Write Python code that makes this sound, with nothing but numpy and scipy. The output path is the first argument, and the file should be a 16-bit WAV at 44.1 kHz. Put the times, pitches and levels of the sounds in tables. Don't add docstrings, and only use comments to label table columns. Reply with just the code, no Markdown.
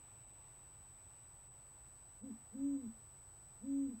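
import sys
import numpy as np
from scipy import signal
from scipy.fft import rfft, irfft
from scipy.io import wavfile

SR = 44100
rng = np.random.default_rng(int(sys.argv[2]) if len(sys.argv) > 2 else 0)


def materialize(psi):
    bounded = np.clip(np.atleast_2d(psi).T, -1, 1)
    quanta = np.round(bounded * 32767).astype(np.int16)
    wavfile.write(sys.argv[1], SR, quanta)


N = 176400
TOP_HZ = 15800


def owl(t):
    # time in seconds, pitch in Hz.
    short_hoot = [(2.203, 187.5), (2.22, 212.6), (2.239, 260.2), (2.263, 266.7), (2.278, 261.5),
                  (2.294, 238), (2.311, 196), (2.331, 165)]
    first_long_hoot = [(2.516, 187.9), (2.555, 262.4), (2.612, 276), (2.657, 283.8), (2.747, 274.7),
                       (2.768, 254.7), (2.793, 260), (2.854, 225.3), (2.883, 164)]
    second_long_hoot = [(3.604, 168.3), (3.63, 237.1), (3.65, 265), (3.675, 276), (3.79, 277.2),
                        (3.858, 267.4), (3.882, 237), (3.912, 250.0), (3.929, 223), (3.953, 166)]
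    # pitch curve, level in dB before the resonances, overtone in dB relative to the tone.
    hoots = [(short_hoot, -51, -11), (first_long_hoot, -49.5, -12.5), (second_long_hoot, -50, -11.5)]
    out = np.zeros(N)
    for curve, db, overtone_db in hoots:
        when, hz = np.array(curve).T
        phase = 2 * np.pi * np.cumsum(np.interp(t, when, hz)) / SR
        tone = swell(t, when[0], when[-1], attack_s=.04, release_s=.043) * np.sin(phase)
        octave = swell(t, when[0], when[-1], attack_s=.03, release_s=.022) * np.sin(2 * phase)
        out += gain(db) * (tone + gain(overtone_db) * octave)
    return out


def hollow_ring(sound, t):
    # pitch in Hz, width in Hz, boost over the direct sound in dB, sign (-1 flips the wave).
    resonances = [(210.4, 26.6, 10.5, -1), (224, 11.6, 17, 1), (239.8, 11.6, 7, 1), (275.1, 9.5, 16, 1)]
    late = np.interp(t - .0026, t, sound)
    return sound + sum(sign * gain(db) * resonate(late, hz, width) for hz, width, db, sign in resonances)


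def tree_echoes(sound, t):
    delay_s, fade_s = .074, .35
    tail = rng.standard_normal(N) * gain(-60 * t / fade_s) * (t > delay_s)
    return gain(-32.5) * signal.fftconvolve(sound, tail / np.linalg.norm(tail))[:N]


def rumble_and_hiss(t):
    # frequency in Hz, relative strength of the noise there in dB.
    spectrum = [(12, -35), (20, -6), (54, -1), (108, -1.5), (131, -2.5), (181, -16.5), (215, -16.5),
                (289, -19.5), (344, -17), (452, -20), (903, -16), (1310, -21.5), (2370, -29), (4620, -33.5),
                (7400, -36), (9620, -61), (16300, -120)]
    # time in seconds, depth of the dip in dB.
    dips = [(.26, -12), (.325, -10), (1.497, -22), (2.223, -19)]
    hiss_from_hz, dip_above_hz, dip_s = 7370, 1200, .007
    hiss = set_level(shaped_noise([(hiss_from_hz / 2, 0), (TOP_HZ, 0)]), -78.5)
    hiss = signal.sosfilt(signal.butter(8, hiss_from_hz, "high", fs=SR, output="sos"), hiss)
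    noise = set_level(shaped_noise(spectrum), -64.5) + hiss
    treble = signal.sosfiltfilt(signal.butter(2, dip_above_hz, "high", fs=SR, output="sos"), noise)
    dip_db = sum(db * np.exp(-np.abs(t - when) / dip_s) for when, db in dips)
    return noise + treble * (gain(dip_db) - 1)


def far_wash(t):
    # centre in Hz, width in Hz, starting level in dB.
    bands = [(340.4, 120, -83), (910, 540, -77.5), (2530, 970, -80.5), (3650, 750, -87)]
    fade_db_per_s = -4.5
    wash = np.zeros(N)
    for hz, width, db in bands:
        band = resonate(rng.standard_normal(N), hz, width)
        wash += set_level(resonate(band, hz, width), db)
    return wash * gain(fade_db_per_s * t)


def camera_whine(t):
    # level of one side tone in dB, from the highest tone down.
    side_levels = [-87, -93.5, -100, -103]
    whine_hz, line_scan_hz, top_side_hz, frame_rate_hz = 7998.8, 15734.3, 7882.1, 30
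    tones = [(whine_hz, -60.5), (line_scan_hz, -94)]
    tones += [(top_side_hz - k * frame_rate_hz, db) for k, db in enumerate(side_levels)]
    whine = sum(np.sqrt(2) * gain(db) * np.sin(2 * np.pi * (hz * t + rng.random())) for hz, db in tones)
    fuzz = resonate(rng.standard_normal(N), whine_hz, width_hz=140)
    return whine + set_level(fuzz, -88.5)


def gain(db):
    return 10 ** (np.asarray(db) / 20)


def set_level(sound, db):
    return sound * gain(db) / np.sqrt(np.mean(sound ** 2))


def resonate(sound, hz, width_hz):
    return signal.lfilter(*signal.iirpeak(hz, hz / width_hz, fs=SR), sound)


def shaped_noise(points):
    hz, db = np.array(points).T
    freqs = np.maximum(np.arange(N // 2 + 1) * SR / N, 1)
    shape = gain(np.interp(np.log(freqs), np.log(hz), db))
    in_range = (freqs > hz[0] / 2) & (freqs < hz[-1])
    return irfft(rfft(rng.standard_normal(N)) * shape * in_range, N)


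def swell(t, start, end, attack_s, release_s):
    return np.clip((t - start) / attack_s, 0, 1) * np.clip((end - t) / release_s, 0, 1)


def scene():
    t = np.arange(N) / SR
    hoots = hollow_ring(owl(t), t)
    return (hoots + tree_echoes(hoots, t) + rumble_and_hiss(t) + far_wash(t) + camera_whine(t))[None]


def record(dry):
    return signal.sosfilt(signal.ellip(12, .1, 70, TOP_HZ, fs=SR, output="sos"), dry)


dry = scene()
out = record(dry)
materialize(out)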